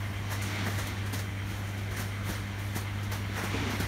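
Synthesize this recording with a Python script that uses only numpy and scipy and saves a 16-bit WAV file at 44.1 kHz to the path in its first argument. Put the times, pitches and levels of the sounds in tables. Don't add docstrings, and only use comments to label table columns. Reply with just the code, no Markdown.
import sys
import numpy as np
from scipy import signal
from scipy.io import wavfile
from scipy.ndimage import uniform_filter1d

SR = 44100
rng = np.random.default_rng(int(sys.argv[2]) if len(sys.argv) > 2 else 0)


def materialize(psi):
    bounded = np.clip(np.atleast_2d(psi).T, -1, 1)
    quanta = np.round(bounded * 32767).astype(np.int16)
    wavfile.write(sys.argv[1], SR, quanta)


def rack_gain(trim_db):
    fader = np.asarray(trim_db, float)
    return 10 ** (fader / 20)


N = 170667


def rms_one(x):
    return x / np.sqrt(np.mean(x ** 2) + 1e-20)


def drift(rate_hz):
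    r = np.exp(-80 * np.pi * rate_hz / SR)
    noise = rng.standard_normal(N // 40 + 2002)
    slow = signal.lfilter([1], [1, -2 * r, r * r], noise)[2000:]
    return np.interp(np.arange(N) / 40, np.arange(len(slow)), rms_one(slow))


def butter(x, hz, kind="low"):
    return signal.sosfilt(signal.butter(2, hz, kind, fs=SR, output="sos"), x)


def bands(source, spectrum, patchy_db, rate_hz):
    hz, db = np.transpose(spectrum)
    octaves = np.log2(min(hz[-1], 17000) / hz[0])
    edges = hz[0] * 2 ** np.arange(0, octaves + 1 / 3, 1 / 3)
    out = 0
    for k, (low, high) in enumerate(zip(edges, edges[1:])):
        middle = np.sqrt(low * high)
        band = butter(source[k % 2], [low, high], "band")
        level_db = np.interp(np.log(middle), np.log(hz), db)
        out = out + band * rack_gain(level_db + patchy_db * drift(rate_hz))
    return out / np.sqrt(np.median(uniform_filter1d(out ** 2, size=4410)))


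def peak(x, hz, width_hz):
    r = np.exp(-np.pi * width_hz / SR)
    edge = (1 - r * r) / 2
    return signal.lfilter([edge, 0, -edge], [1, -2 * r * np.cos(2 * np.pi * hz / SR), r * r], x)


def grains():
    grains_per_s, spread_db = 6000, 1.5
    size_db = spread_db * np.minimum(rng.exponential(1, (2, N)), 5)
    sizes = rack_gain(size_db) * rng.choice([-1, 1], (2, N))
    return sizes * (rng.random((2, N)) < grains_per_s / SR)


def motor():
    # multiple of the mains rate, level/dB, wander/dB
    partials = [(1, -53, -0.5), (2, -35.5, 1.07), (3, -59, 3), (4, -48.5, 0.9), (6, -56, 0.2),
                (8, -94, 5.5)]
    mains_hz, crest_s = 50.07, .003
    turn = 2 * np.pi * mains_hz * (np.arange(N) / SR - crest_s)
    hum = 0
    for k, db, wander_db in partials:
        hum = hum + np.sqrt(2) * rack_gain(db + wander_db * drift(2.8)) * np.cos(k * turn)
    return hum, np.cos(2 * turn)


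def belt(buzz):
    # f/Hz, level/dB
    rollers = [(190, -23), (330, -7), (358, -7), (662, -1), (914, -3.5), (1130, -2), (2120, -3.5),
               (2700, -8.5), (15800, -28)]
    # f/Hz, width/Hz, level/dB
    shells = [(1563, 95, -15.5), (2005, 90, -15), (2085, 79, -9), (2320, 140, -16.5), (3157, 110, -13.5),
              (5770, 40, -26)]
    # f/Hz, level/dB
    rumble_colour = [(25, -32), (38, -7), (50, 1), (70, 2), (130, -6.5), (250, -8), (350, -12),
                     (600, -25.5)]
    rollers_db, rumble_db = -44.5, -42
    turns_per_s, loudest_s, swing_db, flutter_db = 8.12, 2.385, 3.2, 1.8
    buzz_depth, buzz_top_hz = 0.2, 3000

    rush = bands(rng.standard_normal((2, N)), rollers, patchy_db=1.2, rate_hz=3.0)
    turn = np.cos(2 * np.pi * turns_per_s * (np.arange(N) / SR - loudest_s))
    for hz, width_hz, db in shells:
        ring = rms_one(peak(rng.standard_normal(N), hz, width_hz))
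        rush = rush + rack_gain(db + swing_db * turn + flutter_db * drift(7.1)) * ring
    pulsed = butter(buzz * rush, buzz_top_hz)
    rumble = bands(rng.standard_normal((2, N)), rumble_colour, patchy_db=1.7, rate_hz=12.0)
    return rack_gain(rollers_db) * (rush + buzz_depth * pulsed) + rack_gain(rumble_db) * rumble


def sacks():
    # t/s, peak level/dB, rise/s, lumps against paper/dB, 60 dB decay/s
    shakes = [(0.309,-30.5,0.037,3.5,0.28), (0.418,-32,0.0078,-3,0.72), (0.655,-34.5,0.057,2,0.93),
              (0.779,-32.5,0.021,3.5,0.45), (0.869,-32,0.0074,-4.5,0.16), (1.059,-40,0.012,2,0.33),
              (1.13,-28,0.01,-2.5,0.36), (1.189,-34,0.011,-1,0.22), (1.669,-40.5,0.006,-19,0.4),
              (1.775,-42.5,0.013,-9,0.4), (1.909,-40,0.016,4.5,0.79), (1.9655,-32.5,0.008,-1,0.39),
              (1.989,-31,0.027,-2,0.37), (2.245,-39,0.04,-16,0.62), (2.282,-32,0.05,2,0.43),
              (2.756,-29,0.025,-0.5,0.25), (3.031,-37.5,0.0059,-23,0.22), (3.117,-29.5,0.012,0,0.35),
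              (3.36,-35,0.042,6.5,0.78), (3.435,-32,0.014,2,0.2), (3.7,-34.5,0.014,5,0.7),
              (3.799,-30,0.0088,3.5,0.32)]
    # t/s, peak level/dB, rise/s, lumps against paper/dB, 60
    # dB decay/s
    more_shakes = [
        (0.001, -45, .004, -15, 3.5),
        (0.662, -36.5, 0.016, 11.5, 0.1),
        (1.475, -39, 0.077, 0, 1.34),
        (2.13, -51, 0.068, -9.5, 2.4),
        (2.5855, -42, 0.022, -16, 1.7),
    ]
    # f/Hz, level/dB
    crackle = [(2500, -0.5), (4000, 1.5), (6000, 3), (8000, -1), (12000, -2.5), (16000, -10)]
    # f/Hz, level/dB
    body = [(250, -13), (500, 5), (1000, 2.5), (2000, 5), (3000, -21.5), (4500, -21.5)]
    trim_db = -8.5
    snap_db, snap_t60_s, snap_hz = -5, .06, 8000

    t = np.arange(N) / SR
    paper_power, lump_power, snap_power = np.zeros(N), np.zeros(N), np.zeros(N)
    for start_s, db, rise_s, body_db, t60_s in shakes + more_shakes:
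        age = np.maximum(t - start_s + rise_s / 2, 0)
        fading = np.maximum(age - rise_s, 0)
        swell = np.minimum(age / rise_s, 1)
        power = (rack_gain(db + trim_db - 60 * fading / t60_s) * swell) ** 2
        paper_power += power
        lump_power += power * rack_gain(body_db) ** 2
        snap_power += power * rack_gain(snap_db - 60 * fading / snap_t60_s) ** 2
    clicks = grains()
    snap = np.sqrt(snap_power) * rms_one(butter(grains()[0], snap_hz, "high"))
    paper = np.sqrt(paper_power) * bands(clicks, crackle, patchy_db=1.6, rate_hz=8.8)
    lumps = np.sqrt(lump_power) * bands(clicks, body, patchy_db=1.5, rate_hz=9.6)
    return snap + paper + lumps


def drag():
    # t/s, level/dB
    load = [(0, -70), (.28, -47.5), (.38, -43), (.5, -39.5), (.6, -36), (.72, -44), (.92, -41.5),
            (1.25, -55), (1.45, -67.5), (2.2, -55.5), (2.6, -50.5), (3.2, -51), (3.33, -44.5),
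            (3.42, -41.5), (3.55, -36), (3.72, -38.5), (3.87, -43)]
    # f/Hz, level/dB
    scrape_colour = [(150, 6), (280, 4), (500, -7), (900, -2), (2200, -5), (3800, -7.5), (6000, -14),
                     (16000, -36)]
    sing_hz, hz_per_db, sing_width_hz, sing_db = 2254, 35.5, 133, -8.5
    flutter_db = .8

    s, db = np.transpose(load)
    load_db = np.interp(np.arange(N) / SR, s, db)
    pitch_hz = sing_hz + hz_per_db * (load_db - max(db)) + 60 * drift(6.5)
    turn = 2 * np.pi * np.cumsum(pitch_hz) / SR
    slow = butter(rng.standard_normal((2, N)), sing_width_hz)
    sing = rms_one(slow[0] * np.cos(turn) + slow[1] * np.sin(turn))
    scrape = bands(grains(), scrape_colour, patchy_db=0.15, rate_hz=11.0)
    return rack_gain(load_db + flutter_db * drift(25.5)) * (scrape + rack_gain(sing_db) * sing)


def blows(rows, upper, upper_db):
    out, t = np.zeros(N + SR), np.arange(SR // 2) / SR
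    for start_s, db, hz, t60_s in rows:
        turn = 2 * np.pi * hz * t
        ring = np.sin(turn) + rack_gain(upper_db) * np.sin(upper * turn)
        first = int(start_s * SR)
        out[first:first + len(t)] -= rack_gain(db - 60 * t / t60_s) * ring
    return out[:N]


def frame():
    # t/s, peak level/dB, f/Hz, 60 dB decay/s
    knock_rows = [(0.546,-34.5,204,0.14), (0.664,-33.5,217,0.2), (0.684,-30.5,428,0.083),
                  (0.78,-34,352,0.071), (1.133,-28,266,.06), (1.514,-32.5,198,0.13),
                  (1.9958,-26.5,232,0.043), (2.292,-27,196,0.097), (2.762,-24,201,0.05),
                  (3.292,-34,253.5,.1), (3.379,-33,466,0.082), (3.438,-23.5,210,0.037),
                  (3.543,-24.5,275,0.11), (3.622,-28.5,283,0.16), (3.658,-29,245,0.18),
                  (3.699,-30.5,252,0.084), (3.735,-29.5,209,0.07), (3.8012,-23,250,0.053),
                  (3.806,-26.5,192,0.06)]
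    # t/s, peak level/dB, f/Hz, 60 dB decay/s
    thud_rows = [
        (0.774,-33.5,79,0.25),
        (1.175,-34,68.5,0.097),
        (2.29,-36,59.3,0.17),
        (3.089,-41,76.5,0.22),
        (3.84,-25,58,0.067),
    ]
    soft_hz = 614
    soft = np.exp(-2 * np.pi * soft_hz / SR)
    knocks = blows(knock_rows, upper=1.6, upper_db=-5.5)
    thuds = blows(thud_rows, upper=1.846, upper_db=-3.5)
    return signal.lfilter([1 - soft], [1, -soft], knocks + thuds)


def scene():
    hum, buzz = motor()
    return (hum + belt(buzz) + sacks() + drag() + frame())[None]


def top_cut(x):
    return signal.sosfilt(signal.butter(12, 15900, fs=SR, output="sos"), x)


def record(dry):
    # f/Hz, width/Hz, depth/0-1
    dips = [(4870, 790, .5), (7730, 1200, 0.54)]
    low_hz, top_hz = 34, 15740
    for hz, width_hz, depth in dips + [(10400, 600, .45)]:
        dry = dry - depth * peak(dry, hz, width_hz)
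    dry = butter(dry, low_hz, "high")
    mix = signal.sosfilt(signal.ellip(10, .5, 60, top_hz - 60, fs=SR, output="sos"), dry)
    return top_cut(mix)


dry = scene()
out = record(dry)
materialize(out)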